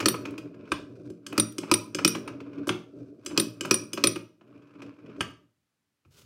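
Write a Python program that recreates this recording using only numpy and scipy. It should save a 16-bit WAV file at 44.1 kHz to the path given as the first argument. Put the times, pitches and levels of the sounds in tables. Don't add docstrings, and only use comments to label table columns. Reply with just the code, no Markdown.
import sys
import numpy as np
from scipy import signal
from scipy.fft import rfft, irfft, next_fast_len
from scipy.io import wavfile
from scipy.ndimage import map_coordinates

SR = 44100
rng = np.random.default_rng(int(sys.argv[2]) if len(sys.argv) > 2 else 0)


def log_audio(samples):
    frames = np.atleast_2d(samples).T
    limited = np.clip(frames, -1, 1)
    pcm = np.round(limited * 32767).astype(np.int16)
    wavfile.write(sys.argv[1], SR, pcm)


N = 275625
T = np.arange(SR // 2) / SR


# t/s, level/dB, relative box, wood and tip levels/dB, wood tilt/(dB/octave)
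DROPS = [(0.0578, -6.5, -8.5, -15.5, -8, -1.5), (1.3785, -8.5, -6.5, -11.5, -20, 3.5),
         (1.714, -7.5, -7.5, -5, -13, -7), (2.0477, -6, -8.5, -11, -8.5, 6.5),
         (3.3758, -9, -6.5, -8.5, -6.5, 3.5), (3.71, -6.5, -11.5, -12, -6.5, 3),
         (4.0387, -5, -11.5, -12, -10, 9.5)]
# f/Hz, level/dB, t60/s
WOOD_MODES = [(1010, -9, .035), (1260, -6, .04), (1320, -11, .03), (2430, -3, .035), (2520, -3, .03),
              (2950, -7, .025), (3280, -10, .025)]
TIP_MODES = [(4150, -3, 0.018), (4840, 3, 0.014), (5400, 0.5, 0.018), (5880, -1, 0.028),
             (7630, -10.5, 0.03), (10800, -24.5, 0.13)]
# f/Hz, level/dB
CRACK_SPECTRUM = [(150, -30), (550, -5), (750, -16), (1200, -2), (1900, -6.5), (2500, -3.5), (3700, -7.5),
                  (4600, -3), (5700, -4), (6900, -13.5), (7900, -8.5), (12000, -15), (15500, -21.5),
                  (17000, -40)]
def drops():
    out = np.zeros(N)
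    for s, db, _, wood_db, tip_db, tilt_db in DROPS:
        crack = amp(-7) * burst(CRACK_SPECTRUM, t60=.034, attack=.00061)
        tip = amp(tip_db + 1) * ring(TIP_MODES, attack=.0003, detune=.027)
        rod = amp(wood_db + 4.5) * ring(WOOD_MODES, attack=.0013, tilt_db=tilt_db, detune=.011)
        add(out, s, amp(db) * in_room(crack + tip + rod, wet_db=-10.5))
    return out + thump([(s, db + box_db + 3.5) for s, db, box_db, *_ in DROPS])


# t/s, level/dB, relative box, low glass and top glass levels/dB
CLINKS = [(0.0843, -5, -19.5, -30, -26.5), (1.3982, -6, -26, -23, -34), (1.7392, -6, -29.5, -19, -33),
          (2.0776, -9.5, -24, -11.5, -23), (2.276, -39, -9, -21, -38), (3.3986, -6.5, -13.5, -24, -30),
          (3.7419, -9.5, -12, -17.5, -27), (3.932, -29.5, -20, -26, -19.5), (4.0715, -7, -11.5, -22, -36),
          (4.159, -36, -20, -20, -22)]
# f/Hz, level/dB, t60/s
JAR_MODES = [(3720, -4.5, 0.013), (9190, 1, 0.04), (9150, -24, 0.16), (9400, -6, 0.023)]
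JAR_LOW_MODES = [(5870, -2, .1), (5745, -2, 0.25), (5840, -5.5, 0.098)]
JAR_TOP_MODES = [(14060, 0.0018, 0.1)]
def clinks():
    out = np.zeros(N)
    for s, db, _, low_db, top_db in CLINKS:
        glass = amp(-5.5) * ring(JAR_MODES, attack=.0001, detune=.0005)
        crack = amp(-12.5) * burst(CRACK_SPECTRUM, t60=.028, attack=.0003)
        low = amp(low_db - 4) * ring(JAR_LOW_MODES, attack=.0003, detune=.00046)
        top = amp(top_db + 4) * ring(JAR_TOP_MODES, attack=.0003, detune=.0005)
        add(out, s, amp(db) * in_room(glass + crack + low + top, wet_db=-16))
    return out + thump([(s, db + box_db - 2.5) for s, db, box_db, *_ in CLINKS])


# t/s, level/dB, relative box level/dB
CLAPS = [(0.718, -10, -12.5), (2.691, -8.5, -9.5), (5.207, -9.5, -17)]
# f/Hz, level/dB, t60/s
HEAD_MODES = [(1020, -8, .03), (1160, -5, .035), (1280, -3, .035), (1580, -4, .045), (2140, -11, .03),
              (2390, -6, .03), (2480, -4, .03), (2970, -3, .03), (3330, -8, .03), (5070, -10, .03),
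              (6050, -13, .03), (6380, -15, .03), (7520, -17, .03), (8380, -21, .03)]
# f/Hz, level/dB
CLAP_SPECTRUM = [(150, -1), (500, -9), (750, -5.5), (1200, 0.5), (1900, -7), (3000, -3), (3800, -11.5),
                 (6000, -16.5), (9000, -27), (15000, -50)]
def claps():
    out = np.zeros(N)
    for s, db, _ in CLAPS:
        chatter = amp(-5) * burst(CLAP_SPECTRUM, t60=.023, attack=.0016)
        shell = amp(-9) * ring(HEAD_MODES, attack=.0015, detune=.008)
        glass = amp(-19.5) * ring(JAR_MODES, attack=.0019, detune=.00041)
        glass += amp(-41) * ring(JAR_TOP_MODES, attack=.002, detune=.00062)
        at_mic = in_room(chatter, wet_db=-6) + in_room(shell + glass, wet_db=-13)
        add(out, s, amp(db) * at_mic)
    return out + thump([(s, db + box_db + 2) for s, db, box_db in CLAPS])


# f/Hz, level/dB, t60/s
BOX_MODES = [(319, 1.5, .055), (366.7, -9.5, 0.14), (555, -15, 0.065), (113.75, -22, .4),
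             (172, -22.5, 0.32), (217.8, -18, 0.26), (290.8, -21.5, 0.26), (454, -28.5, 0.34),
             (611, -34.5, 0.49)]
def thump(blows, lag_s=.004):
    out = np.zeros(N)
    for s, db in blows:
        panels = ring(BOX_MODES, attack=.0017, detune=.01)
        add(out, s + lag_s, amp(db) * in_room(panels, wet_db=-10))
    return out


# t/s, level/dB, relative box level/dB, head tilt/(dB/octave)
CLICKS = [(1.1007, -39.5, 11, 2), (1.2648, -22, -14, 5), (1.582, -16.5, -6.5, 6.5), (1.947, -15, -5.5, 9),
          (2.671, -23.5, 5, -7), (3.2612, -17, -14.5, 8), (3.6085, -15.5, -8, 5), (3.932, -19, -5, 10)]
# f/Hz, level/dB
CLICK_SPECTRUM = [(150, -18), (800, -11.5), (1300, -2), (1900, -6), (2450, 3), (3700, -3.5), (5100, 4.5),
                  (6100, -0.5), (6900, -1.5), (7500, 2), (11500, -10.5), (15500, -19.5)]
def clicks():
    out = np.zeros(N)
    for s, db, _, tilt_db in CLICKS:
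        contact = amp(-2) * burst(CLICK_SPECTRUM, t60=.022, attack=.0046)
        shell = amp(-14) * ring(HEAD_MODES, attack=.00096, tilt_db=tilt_db)
        glass = amp(-22.5) * ring(JAR_MODES, attack=.001, detune=.0005)
        add(out, s, amp(db) * in_room(contact + shell + glass, wet_db=-8))
    return out + thump([(s, db + box_db - 1.5) for s, db, box_db, _ in CLICKS])


# t/s, level/dB, relative box level/dB, tilt/(dB/octave)
KNOCKS = [(0.0014, -16, -6, 2.5), (0.025, -25.5, -6.5, -0.5), (0.1414, -19.5, -6.5, -4),
          (0.253, -26, -12, 1), (0.3787, -30.5, 1, 3.5), (1.3256, -26, 1, -3), (1.6324, -26, -3.5, -4),
          (1.9864, -18, -16.5, -0.5), (2.1489, -20, 0.5, 0.5), (2.2769, -26.5, -10, 0.5),
          (2.4024, -34.5, -1, -0.5), (3.3077, -34, 3, -2.5), (3.6487, -21, -3, 0),
          (3.9742, -20.5, -1.5, 0.5), (4.1582, -25, 0, 0.5), (4.4108, -44.5, -1, -4.5),
          (4.7527, -49, -6, -3.5), (4.8187, -34.5, 2.5, 1), (5.096, -44.5, 6, -2.5), (6.0497, -54, 0, -1.5)]
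def knocks():
    out = np.zeros(N)
    for s, db, _, tilt_db in KNOCKS:
        add(out, s, amp(db) * knock(tilt_db))
    return out + thump([(s, db + box_db - 1.5) for s, db, box_db, _ in KNOCKS])


# f/Hz, level/dB
KNOCK_SPECTRUM = [(150, -27), (500, 7), (750, -1.5), (1300, 5.5), (1900, -4.5), (2500, 3), (3700, -11),
                  (5200, -9), (9000, -24), (15000, -33)]
def knock(tilt_db):
    spectrum = [(hz, db + tilt_db * np.log2(hz / 2000)) for hz, db in KNOCK_SPECTRUM]
    contact = amp(-3) * burst(spectrum, t60=.044, attack=.003)
    rod = amp(-11) * ring(WOOD_MODES, attack=.00038, tilt_db=tilt_db)
    return in_room(contact + rod, wet_db=-8)


# f/Hz, width/Hz, level/dB
GROAN_BANDS = [(124.5, 12, -1.5), (170.5, 13, -5), (221, 14, -7), (285.5, 17, 5), (360, 41, -10.5),
               (400, 13, -22), (410, 4, -17.5), (580, 23, -12)]
# f/Hz, level/dB
SCRAPE_SPECTRUM = [(400, -19), (750, -8.5), (1000, 4.5), (1300, 6), (1600, 2.5), (1850, -12.5), (2450, 1.5),
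                   (3100, -11.5), (3900, -16), (5300, -17.5), (7000, -31.5), (15000, -53)]
CAM_HISS_SPECTRUM = [(2000, -19.5), (3200, -3), (4000, -0.5), (5200, 0.5), (6100, -1), (7000, -9.5),
                     (8200, -7), (10000, -15), (15000, -23)]
def shaft():
    def panels(hz):
        bands = sum(amp(db) * 1j * hz * width / (centre ** 2 - hz ** 2 + 1j * hz * width)
                    for centre, width, db in GROAN_BANDS)
        low_pass = 1 / (1 + (hz / 640) ** 12)
        high_pass = hz ** 2 / (hz ** 2 + 70 ** 2)
        return bands * low_pass * high_pass

    groan_gain, scrape_gain, hiss_gain = friction()
    slips = rng.standard_normal(N) * amp(3 * wobble(60))
    groan = groan_gain * unit(filtered(slips, panels))
    grains = unit(amp(3 * wobble(50) + 3.5 * wobble(350)))
    scrape = scrape_gain * noise(SCRAPE_SPECTRUM, N)
    hiss = hiss_gain * noise(CAM_HISS_SPECTRUM, N)
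    return groan + in_room(grains * (scrape + hiss), wet_db=-8.5)


# t/s, groan level/dB
EFFORT = [(0, -39), (.36, -39.5), (.5, -45.5), (.85, -44.5), (1.06, -40), (1.22, -58), (1.95, -47),
          (2.3, -40.5), (2.48, -44.5), (2.6, -38.5), (2.87, -55), (2.98, -40), (3.15, -51), (3.27, -45),
          (3.55, -50.5), (4.2, -51), (4.37, -75), (4.43, -58.5), (4.55, -49), (4.73, -54), (4.88, -43.5),
          (4.97, -56), (5.04, -46), (5.17, -43.5), (5.45, -71), (5.6, -98.5)]
# start t/s, scrape level at easy effort/dB
LIFTS = [(.2, -62.5), (2.2, -63), (4.385, -60)]
def friction(easy_db=-44):
    effort_db, = curves(EFFORT)
    push_db = effort_db - easy_db
    climb = cam_load(DROPS, rise_s=.19)
    edge = cam_load(CLAPS, rise_s=.045)
    lifts = head_lifts()
    lifted = lifts.sum(axis=0)
    easy_scrape = amp(-72) * (1 - lifted) + amp([db for _, db in LIFTS]) @ lifts
    easy_hiss = amp(-78.5) * (1 - lifted) + amp(-87) * lifted
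    groan = amp(effort_db) + amp(-41.5) * climb
    scrape = amp(push_db) * easy_scrape + amp(-49.5) * climb
    hiss = amp(1.3 * push_db) * easy_hiss + amp(-65) * climb + amp(-60) * edge
    return groan, scrape, hiss


def cam_load(events, rise_s):
    return sum(gate(s - rise_s, s, rise_s, fall_s=.17) for s, *_ in events) ** 2


def head_lifts():
    return np.array([gate(start, shut, rise_s=.012, fall_s=.04)
                     for (start, _), (shut, *_) in zip(LIFTS, CLAPS)])


def rattle(per_s=12, slots=256, scatter_db=2):
    effort_db, = curves(EFFORT)
    lifted = head_lifts().sum(axis=0)
    out = np.zeros(N)
    for slot, (place, chance, softness) in enumerate(rng.random((slots, 3))):
        at = int((slot + place) * N / slots)
        if chance < lifted[at] * per_s * N / SR / slots:
            db = effort_db[at] - 1 - scatter_db * (2 * softness - 1)
            add(out, at / SR, amp(db) * knock(tilt_db=-1))
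    return out


# t/s, level/dB
TICKS = [(0.3077, -46.5), (1.3283, -37.5), (1.5229, -39), (2.682, -27), (3.249, -49), (3.6558, -33.5)]
# f/Hz, level/dB
TICK_SPECTRUM = [(1000, -32), (3000, -4.5), (6000, -3), (9000, -1.5), (15000, -9)]
def ticks():
    out = np.zeros(N)
    for s, db in TICKS:
        tick = burst(TICK_SPECTRUM, t60=.025, attack=.0004)
        add(out, s, amp(db - 5.5) * in_room(tick, wet_db=-10))
    return out


def scuffs(lead_s=.0055):
    out = np.zeros(N)
    for s, db, *_ in [*DROPS, *CLAPS]:
        add(out, s - lead_s, amp(db - 37.5) * burst(CLICK_SPECTRUM, t60=.013, attack=.0051))
    return out


# t/s, bump level/dB, rustle level/dB
HAND_AWAY = [(6.04, -100, -110), (6.055, -59, -98.5), (6.10, -57, -93), (6.11, -62, -69.5),
             (6.19, -65.5, -55), (6.25, -55.5, -68)]
# f/Hz, level/dB
BUMP_SPECTRUM = [(30, -25), (65, -2), (115, 5), (200, -11), (400, -21), (900, -49.5)]
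RUSTLE_SPECTRUM = [(200, -1.5), (450, 6.5), (750, -9.5), (1400, 1.5), (1800, -8), (3000, -2), (6000, -3.5),
                   (10000, -9.5), (16000, -13)]
AIR_SPECTRUM = [(25, -7.5), (70, -1), (130, 3), (300, -2.5), (600, -10), (1500, -9.5), (3000, -12.5),
                (6000, -16), (10000, -18.5), (16000, -24)]
def background():
    bump_db, rustle_db = curves(HAND_AWAY)
    bump = amp(bump_db) * noise(BUMP_SPECTRUM, N)
    rustle = amp(rustle_db + 1.5 * wobble(110)) * noise(RUSTLE_SPECTRUM, N)
    return bump + rustle + amp(-82) * noise(AIR_SPECTRUM, N)


# f/Hz, t60/s
ROOM_DECAY = [(100, 0.57), (400, 0.43), (1300, 0.35), (3000, 0.32), (6000, 0.32), (10000, .27),
              (15000, 0.35)]
def in_room(x, wet_db, build_s=.0067):
    hz, t, spectra = signal.stft(rng.standard_normal(len(T)), SR, nperseg=256)
    decay = amp(-60 * t / along(ROOM_DECAY, hz)[:, None])
    tail = signal.istft(spectra * decay, SR, nperseg=256)[1][:len(T)]
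    tail *= 1 - np.exp(-(T / build_s) ** 2)
    tail /= np.linalg.norm(tail)
    return x + amp(wet_db) * signal.fftconvolve(x, tail)[:len(x)]


def ring(modes, attack, tilt_db=0, scatter_db=2.5, detune=.0033):
    chance = rng.standard_normal((len(modes), 3))
    out = np.zeros(len(T))
    for (hz, db, t60), (louder, sharper, phase) in zip(modes, chance):
        octaves = np.log2(hz / 2000)
        wave = np.sin(2 * np.pi * hz * (1 + detune * sharper) * T + np.pi * phase)
        out += amp(db + tilt_db * octaves + scatter_db * louder) * fade(t60, attack) * wave
    return out


def burst(spectrum, t60, attack):
    return noise(spectrum, len(T)) * fade(t60, attack)


def fade(t60, attack):
    return amp(-60 * T / t60) * (1 - np.exp(-T / attack))


def gate(start, end, rise_s, fall_s):
    t = np.arange(N) / SR
    return np.clip((t - start) / rise_s, 0, 1) * np.clip(1 - (t - end) / fall_s, 0, 1)


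def noise(spectrum, size):
    return unit(filtered(rng.standard_normal(size), lambda hz: amp(along(spectrum, hz))))


def filtered(x, response):
    size = next_fast_len(len(x) + SR // 2)
    return irfft(rfft(x, size) * response(np.fft.rfftfreq(size, 1 / SR)), size)[:len(x)]


def wobble(rate):
    knots = rng.standard_normal(int(N * rate / SR) + 4)
    return map_coordinates(knots, [np.arange(N) * rate / SR])


def curves(rows):
    times, *columns = np.transpose(rows)
    return [np.interp(np.arange(N) / SR, times, column) for column in columns]


def along(points, hz):
    freqs, values = np.transpose(points)
    return np.interp(np.log(hz + 1), np.log(freqs + 1), values)


def add(track, s, sound):
    start = max(round(s * SR), 0)
    part = sound[:max(len(track) - start, 0)]
    track[start:start + len(part)] += part


def amp(db):
    return 10 ** (np.asarray(db) / 20)


def unit(x):
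    return x / np.sqrt(np.mean(x ** 2) + 1e-20)


def scene():
    contacts = drops() + clinks() + claps() + clicks() + knocks() + ticks() + scuffs()
    return (contacts + shaft() + background() + rattle())[None]


def record(dry, ceiling=.62, low_cut_hz=67, top_hz=16200):
    rounded = dry[0] / (1 + np.abs(dry[0] / ceiling) ** 6) ** (1 / 6)
    low_cut = signal.butter(4, low_cut_hz, "highpass", fs=SR, output="sos")
    lean = signal.sosfilt(low_cut, rounded)
    return filtered(lean, lambda hz: 1 / (1 + (hz / top_hz) ** 120))[None]


dry = scene()
out = record(dry)
log_audio(out)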